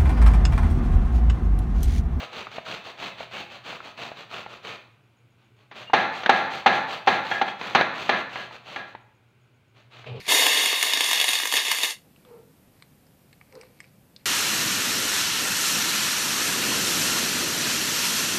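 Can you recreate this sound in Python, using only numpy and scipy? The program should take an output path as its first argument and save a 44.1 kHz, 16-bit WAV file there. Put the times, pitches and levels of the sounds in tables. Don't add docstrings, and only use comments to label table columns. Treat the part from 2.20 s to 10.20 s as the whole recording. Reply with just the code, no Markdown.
import sys
import numpy as np
from scipy import signal
from scipy.fft import rfft, irfft
from scipy.io import wavfile
from scipy.ndimage import uniform_filter1d

SR = 44100
rng = np.random.default_rng(int(sys.argv[2]) if len(sys.argv) > 2 else 0)


def unload_wav(signal):
    wavfile.write(
        sys.argv[1],
        SR,
        np.round(np.clip(np.atleast_2d(signal).T, -1, 1) * 32767).astype(np.int16),
    )


N = 352800

# f/Hz, level/dB
CONTACT_SPECTRUM = [(40, -32.5), (120, -13), (215, -2), (320, -4.5), (650, 0), (1000, 1), (1650, -0.5),
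                    (2100, -1), (3100, -7.5), (4100, -7.5), (5300, -27), (6200, -20.5), (7500, -42),
                    (15500, -44.5)]


def from_db(db):
    return 10 ** (np.asarray(db) / 20)


def unit_rms(x):
    return x / np.sqrt(np.mean(x ** 2) + 1e-20)


def at_hz(points, hz):
    f, value = np.transpose(points)
    return np.interp(np.log(np.maximum(hz, 1)), np.log(f), value)


def add(out, s, sound):
    at = round(s * SR)
    sound, at = sound[max(-at, 0):], max(at, 0)
    out[at:at + len(sound)] += sound[:N - at]


def colour(x, spectrum, size=4096):
    gain = from_db(at_hz(spectrum, np.arange(size // 2 + 1) * SR / size))
    cepstrum = irfft(np.log(gain))
    response = irfft(np.exp(rfft(2 * cepstrum[:size // 2], size)))
    return signal.fftconvolve(x, response / np.linalg.norm(response))[:len(x)]


def resonate(x, hz, width_hz):
    r = np.exp(-np.pi * width_hz / SR)
    feedback = [1, -2 * r * np.cos(2 * np.pi * hz / SR), r * r]
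    return signal.lfilter(np.array([1, 0, -1]) * (1 - r * r) / 2, feedback, x + 1e-18)


def drift(rate):
    return unit_rms(np.interp(np.arange(N) * rate / SR, np.arange(N), rng.standard_normal(N)))


def room_tone(air_db=-61, drone_hz=121, drone_width_hz=9, drone_db=-67, swell_db=2):
    # f/Hz, level/dB
    air_spectrum = [(15, -83.5), (25, -40.5), (91, -15), (122, -1), (148, -18.5), (240, -18), (267, -20.5),
                    (421, -21), (495, -26), (1270, -29.5), (1530, -25.5), (1750, -35), (2360, -27),
                    (5580, -46), (15500, -52.5)]
    air = from_db(air_db) * colour(rng.standard_normal(N), air_spectrum)
    drone = resonate(rng.standard_normal(N), drone_hz, drone_width_hz)
    drone = unit_rms(resonate(drone, drone_hz, 2 * drone_width_hz))
    return air + from_db(drone_db + swell_db * drift(2.9)) * drone


def strokes():
    # start/s, stop/s, cycle/s, push length/s,
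    # return offset/s, return length/s, return against push/dB
    runs = [(-.219, 2.5, 0.33, .16, 0.19, .11, -5.5), (3.161, 4.93, .376, 0.14, .195, 0.12, 4.5),
            (5.024, 6.72, 0.3525, 0.21, .225, .085, -2), (7.541, 7.74, 0.38, 0.11, 0.16, 0.16, -1.5)]
    # t/s, relative level/dB
    pressure = [(0, -29.5), (.18, -35.5), (.5, -33), (.85, -34), (1.3, -35.5), (2.5, -36), (3.25, -68.5),
                (3.42, -66.5), (3.62, -39), (4.1, -34), (4.95, -32.5), (5.4, -36.5), (5.85, -33.5),
                (6.2, -38), (6.53, -41.5), (6.7, -49.5), (7.58, -57), (7.78, -45.5)]
    for first, stop, cycle, push_s, turn_s, return_s, return_db in runs:
        for push in np.arange(first, stop, cycle):
            for start, length, lift_db in ((push, push_s, 0), (push + turn_s, return_s, return_db)):
                if start < min(stop, N / SR):
                    yield start, length, lift_db + np.interp(start + length / 2, *np.transpose(pressure))


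def grating(snaps_per_s=4500, spread_db=2.5, chatter_db=1.24, rows_per_s=220, juice_db=-6,
            sheet_db=-1, sheet_width_hz=130, sheet_shift_db=4, sheet_parts=9, skew=.85):
    # f/Hz, level/dB
    rasp_spectrum = [(30, -44.5), (60, -13.5), (200, -4), (330, -6), (430, -2), (640, 0), (950, -2),
                     (1250, -1), (1900, -6), (2600, -2), (4450, -9), (5260, -22), (6230, -19),
                     (9800, -39.5), (15500, -37.5)]
    speed, force = np.zeros(N), np.zeros(N)
    for start, length, level_db in strokes():
        travel = np.linspace(0, 1, int(length * SR)) ** skew
        arc = np.sin(np.pi * travel).clip(0) ** 1.1
        add(speed, start, arc)
        add(force, start, from_db(level_db) * np.sqrt(arc))
    chance = snaps_per_s / SR
    sizes = from_db(spread_db * np.minimum(rng.exponential(1, N), 4))
    sizes = unit_rms(sizes * rng.choice([-1, 1], N))
    snaps = sizes * (rng.random(N) < chance * speed) / np.sqrt(chance)
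    juice = from_db(juice_db) * np.sqrt(speed) * rng.standard_normal(N)
    catching = from_db(chatter_db * drift(rows_per_s))
    part = rng.integers(0, sheet_parts, N)
    sheet = np.zeros(N)
    for k, hz in enumerate(np.geomspace(2250, 4250, sheet_parts)):
        ring = resonate(snaps * (part == k), hz, sheet_width_hz)
        sheet += ring * from_db(sheet_db + sheet_shift_db * drift(17))
    return colour((snaps + juice + sheet) * force * catching, rasp_spectrum)


def carrot_taps(ring_t60=.023, grit_t60=0.05, grit_db=-10, soft_hz=2400):
    # t/s, level/dB, f/Hz
    taps = [(.030, -25.5, 620), (0.269, -25, 1273), (0.383, -20, 660), (0.466, -29.5, 1300),
            (1.006, -23.5, 645.7), (1.528, -30, 729.2), (1.604, -29.5, 1350), (1.917, -27.5, 672.8),
            (2.263, -26, 815), (3.699, -25.5, 900), (6.31, -32, 970), (6.750, -25, 890)]
    t, out = np.arange(SR // 10) / SR, np.zeros(N)
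    for s, level_db, hz in taps:
        bump = np.sin(2 * np.pi * hz * t) * from_db(-60 * t / ring_t60)
        grit = rng.standard_normal(len(t)) * from_db(grit_db - 60 * t / grit_t60)
        add(out, s, from_db(level_db) * (bump + colour(grit, CONTACT_SPECTRUM)))
    return signal.lfilter(*signal.butter(2, soft_hz, fs=SR), out)


def cricket(first_s=0.05, period_s=0.1326, jitter_s=0.0044, spacing_s=.018, syllable_s=.013,
            start_hz=6950, end_hz=6480, level_db=-76):
    out, size = np.zeros(N), int(syllable_s * SR)
    glide_hz = np.linspace(start_hz, end_hz, size)
    syllable = np.hanning(size) * np.sin(2 * np.pi * np.cumsum(glide_hz) / SR)
    for k, (late, loud) in enumerate(rng.standard_normal((int(N / SR / period_s), 2))):
        onset = first_s + k * period_s + jitter_s * late
        for stroke in range(2):
            add(out, onset + stroke * spacing_s, from_db(level_db + 2 * loud) * syllable)
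    return out


def grater_knocks(ring_db=-1, focus_db_per_octave=7, rise_share=.16, shiver=0.025, ring_send_db=-2.5,
                  strike_db=-10, soft_hz=5600, strike_hz=3800):
    # t/s, level/dB, rattle length/s, ring/dB, ring focus/Hz, reverb send/dB
    knocks = [(3.511, -40, 0.021, -17, 2400, -5), (3.733, -9, 0.014, 3.5, 950, .5),
              (4.033, -24.5, .009, -12.5, 787, -1), (4.060, -13.5, 0.0071, -15, 1400, -11),
              (4.093, -7, .011, 4, 834, 1), (4.460, -8.5, 0.019, 7.5, 780, 0),
              (4.872, -11, .019, 6.5, 788.2, -0.5), (5.113, -21.5, 0.0072, 8, 1690, -2),
              (5.213, -17, 0.013, 5.5, 803, -6.5), (5.278, -26, .01, 1.5, 3400, -5.5),
              (5.412, -26, .007, -19.5, 2400, 2), (5.548, -8, 0.016, -2, 1200, -0.5),
              (5.609, -9, .0066, -2.5, 1397, -18), (5.892, -10, 0.0082, -3, 2060, -1.5),
              (6.157, -27, 0.0064, 0, 1850, 0), (6.560, -25, 0.0071, 0, 1660, -2),
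              (7.842, -40, 0.0065, -16, 2400, -2.5)]
    # f/Hz, level/dB, t60/s
    plate_modes = [(620, -13, 0.032), (785.6, 4, 0.06), (817.2, 1.5, 0.069), (879, -1.5, 0.1),
                   (1356, -11, 0.054), (1393, -6, .05), (1648, -2.5, 0.14), (1734, -1.5, .07),
                   (1870, -3, 0.043), (2046, -5, 0.053), (2400, -12, 0.071), (3290, -6.5, 0.19),
                   (4200, -15.5, 0.032)]
    t = np.arange(SR // 2) / SR
    direct, send = np.zeros(N), np.zeros(N)
    hz, mode_db, t60 = np.transpose(plate_modes)
    modes = np.sin(2 * np.pi * np.outer(hz, t)) * from_db(-60 * t / t60[:, None])
    soft = signal.butter(1, soft_hz, fs=SR)
    blunt = signal.butter(2, strike_hz, fs=SR)
    for s, level_db, length, plate_db, focus_hz, send_db in knocks:
        rise_s = rise_share * length
        decay = np.exp(-(t / length) ** 2) + shiver * np.exp(-t / (2 * length))
        contact = (1 - np.exp(-t / rise_s)) * decay
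        rattle = colour(contact * rng.choice([-1, 1], len(t)), CONTACT_SPECTRUM)
        clap = colour((t == 0) * np.linalg.norm(contact), CONTACT_SPECTRUM)
        favour_db = rng.standard_normal(len(hz)) - focus_db_per_octave * np.abs(np.log2(hz / focus_hz))
        mode_gains = from_db(ring_db + plate_db + mode_db + favour_db)
        ring = mode_gains @ modes * (1 - np.exp(-t / (2 * rise_s)))
        rattle, clap, ring = from_db(level_db) * signal.lfilter(*soft, [rattle, clap, ring])
        add(direct, s, rattle + ring)
        add(direct, s + rise_s, from_db(strike_db) * signal.lfilter(*blunt, clap))
        add(send, s, from_db(send_db) * (clap + from_db(ring_send_db) * ring))
    return direct, send


def carrot_squeak(start_s=3.665, length_s=.035, hz=2830, level_db=-39.5, waver=.008):
    out, size = np.zeros(N), int(length_s * SR)
    cycles = np.cumsum(hz * (1 + waver * drift(200)[:size])) / SR
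    add(out, start_s, from_db(level_db) * np.hanning(size) * np.sin(2 * np.pi * cycles))
    return out


def plate_drag(start_s=7.853, attack_s=.02, level_db=-36.5, slip_hz=124, unevenness=0.066,
               friction=0.05, grind_db=-11, flutter_db=3, judder_band_hz=(85, 1200)):
    # f/Hz, width/Hz, level/dB
    table_modes = [(121, 23, 3.5), (408, 30, -8.5), (450, 16, -3.5), (809, 120, -33)]
    # f/Hz, level/dB
    grind_spectrum = [(350, -31), (600, 2), (852, -2), (1760, -18), (2600, 2), (2900, -3.5), (4520, -14.5),
                      (5320, -27), (15000, -56)]
    cycles = np.cumsum(slip_hz * (1 + unevenness * drift(90))) / SR
    slips = np.diff(np.floor(cycles), prepend=0) + friction * rng.standard_normal(N)
    judder = sum(from_db(db) * resonate(slips, hz, width) for hz, width, db in table_modes)
    band = signal.butter(2, judder_band_hz, "band", fs=SR, output="sos")
    judder = unit_rms(signal.sosfilt(band, judder))
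    grind = from_db(grind_db + flutter_db * drift(60)) * colour(rng.standard_normal(N), grind_spectrum)
    fade_in = np.clip((np.arange(N) / SR - start_s) / attack_s, 0, 1)
    return (judder + grind) * from_db(level_db) * fade_in


def kitchen_reverb(x, build_s=0.015, bands=12):
    # f/Hz, t60/s
    decay_times = [(100, 0.65), (280, 0.47), (800, 0.57), (2000, 0.57), (4500, 0.43), (9000, 0.35),
                   (15000, 0.59)]
    t, tail = np.arange(SR) / SR, np.zeros(SR)
    white, hz = rfft(rng.standard_normal(SR)), np.arange(SR // 2 + 1)
    edges = np.geomspace(40, SR / 2, bands + 1)
    for low, high in zip(edges, edges[1:]):
        band = irfft(white * (hz >= low) * (hz < high))
        tail += band * from_db(-60 * t / at_hz(decay_times, np.sqrt(low * high)))
    tail *= 1 - np.exp(-t / build_s)
    return signal.fftconvolve(x, tail / np.linalg.norm(tail))[:N]


def scene(rasp_db=-2, rasp_send_db=-6, knock_send_db=1.5, tap_send_db=-13, cricket_send_db=-4):
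    rasp = from_db(rasp_db) * grating() + carrot_squeak()
    tapping, chirps = carrot_taps(), cricket()
    knocking, knock_send = grater_knocks()
    reverb = kitchen_reverb(from_db(rasp_send_db) * rasp + from_db(knock_send_db) * knock_send
                            + from_db(tap_send_db) * tapping + from_db(cricket_send_db) * chirps)
    return (rasp + tapping + knocking + plate_drag() + chirps + reverb + room_tone())[None]


def record(dry, threshold_db=-15, release_db_per_s=90, attack_s=0.035, ceiling=0.84,
           low_cut_hz=45, high_cut_hz=15700):
    power = np.abs(uniform_filter1d(dry[0] ** 2, size=128)) + 1e-12
    excess_db = np.maximum(10 * np.log10(power) - threshold_db, 0)
    ramp = release_db_per_s * np.arange(N) / SR
    duck_db = np.maximum.accumulate(excess_db + ramp) - ramp
    pole = np.exp(-1 / (attack_s * SR))
    ducked = dry * from_db(-signal.lfilter([1 - pole], [1, -pole], duck_db))
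    clipped = ducked / (1 + (ducked / ceiling) ** 4) ** .25
    thinned = signal.lfilter(*signal.butter(2, low_cut_hz, "high", fs=SR), clipped)
    return signal.sosfilt(signal.ellip(10, .1, 80, high_cut_hz, fs=SR, output="sos"), thinned)


dry = scene()
out = record(dry)
unload_wav(out)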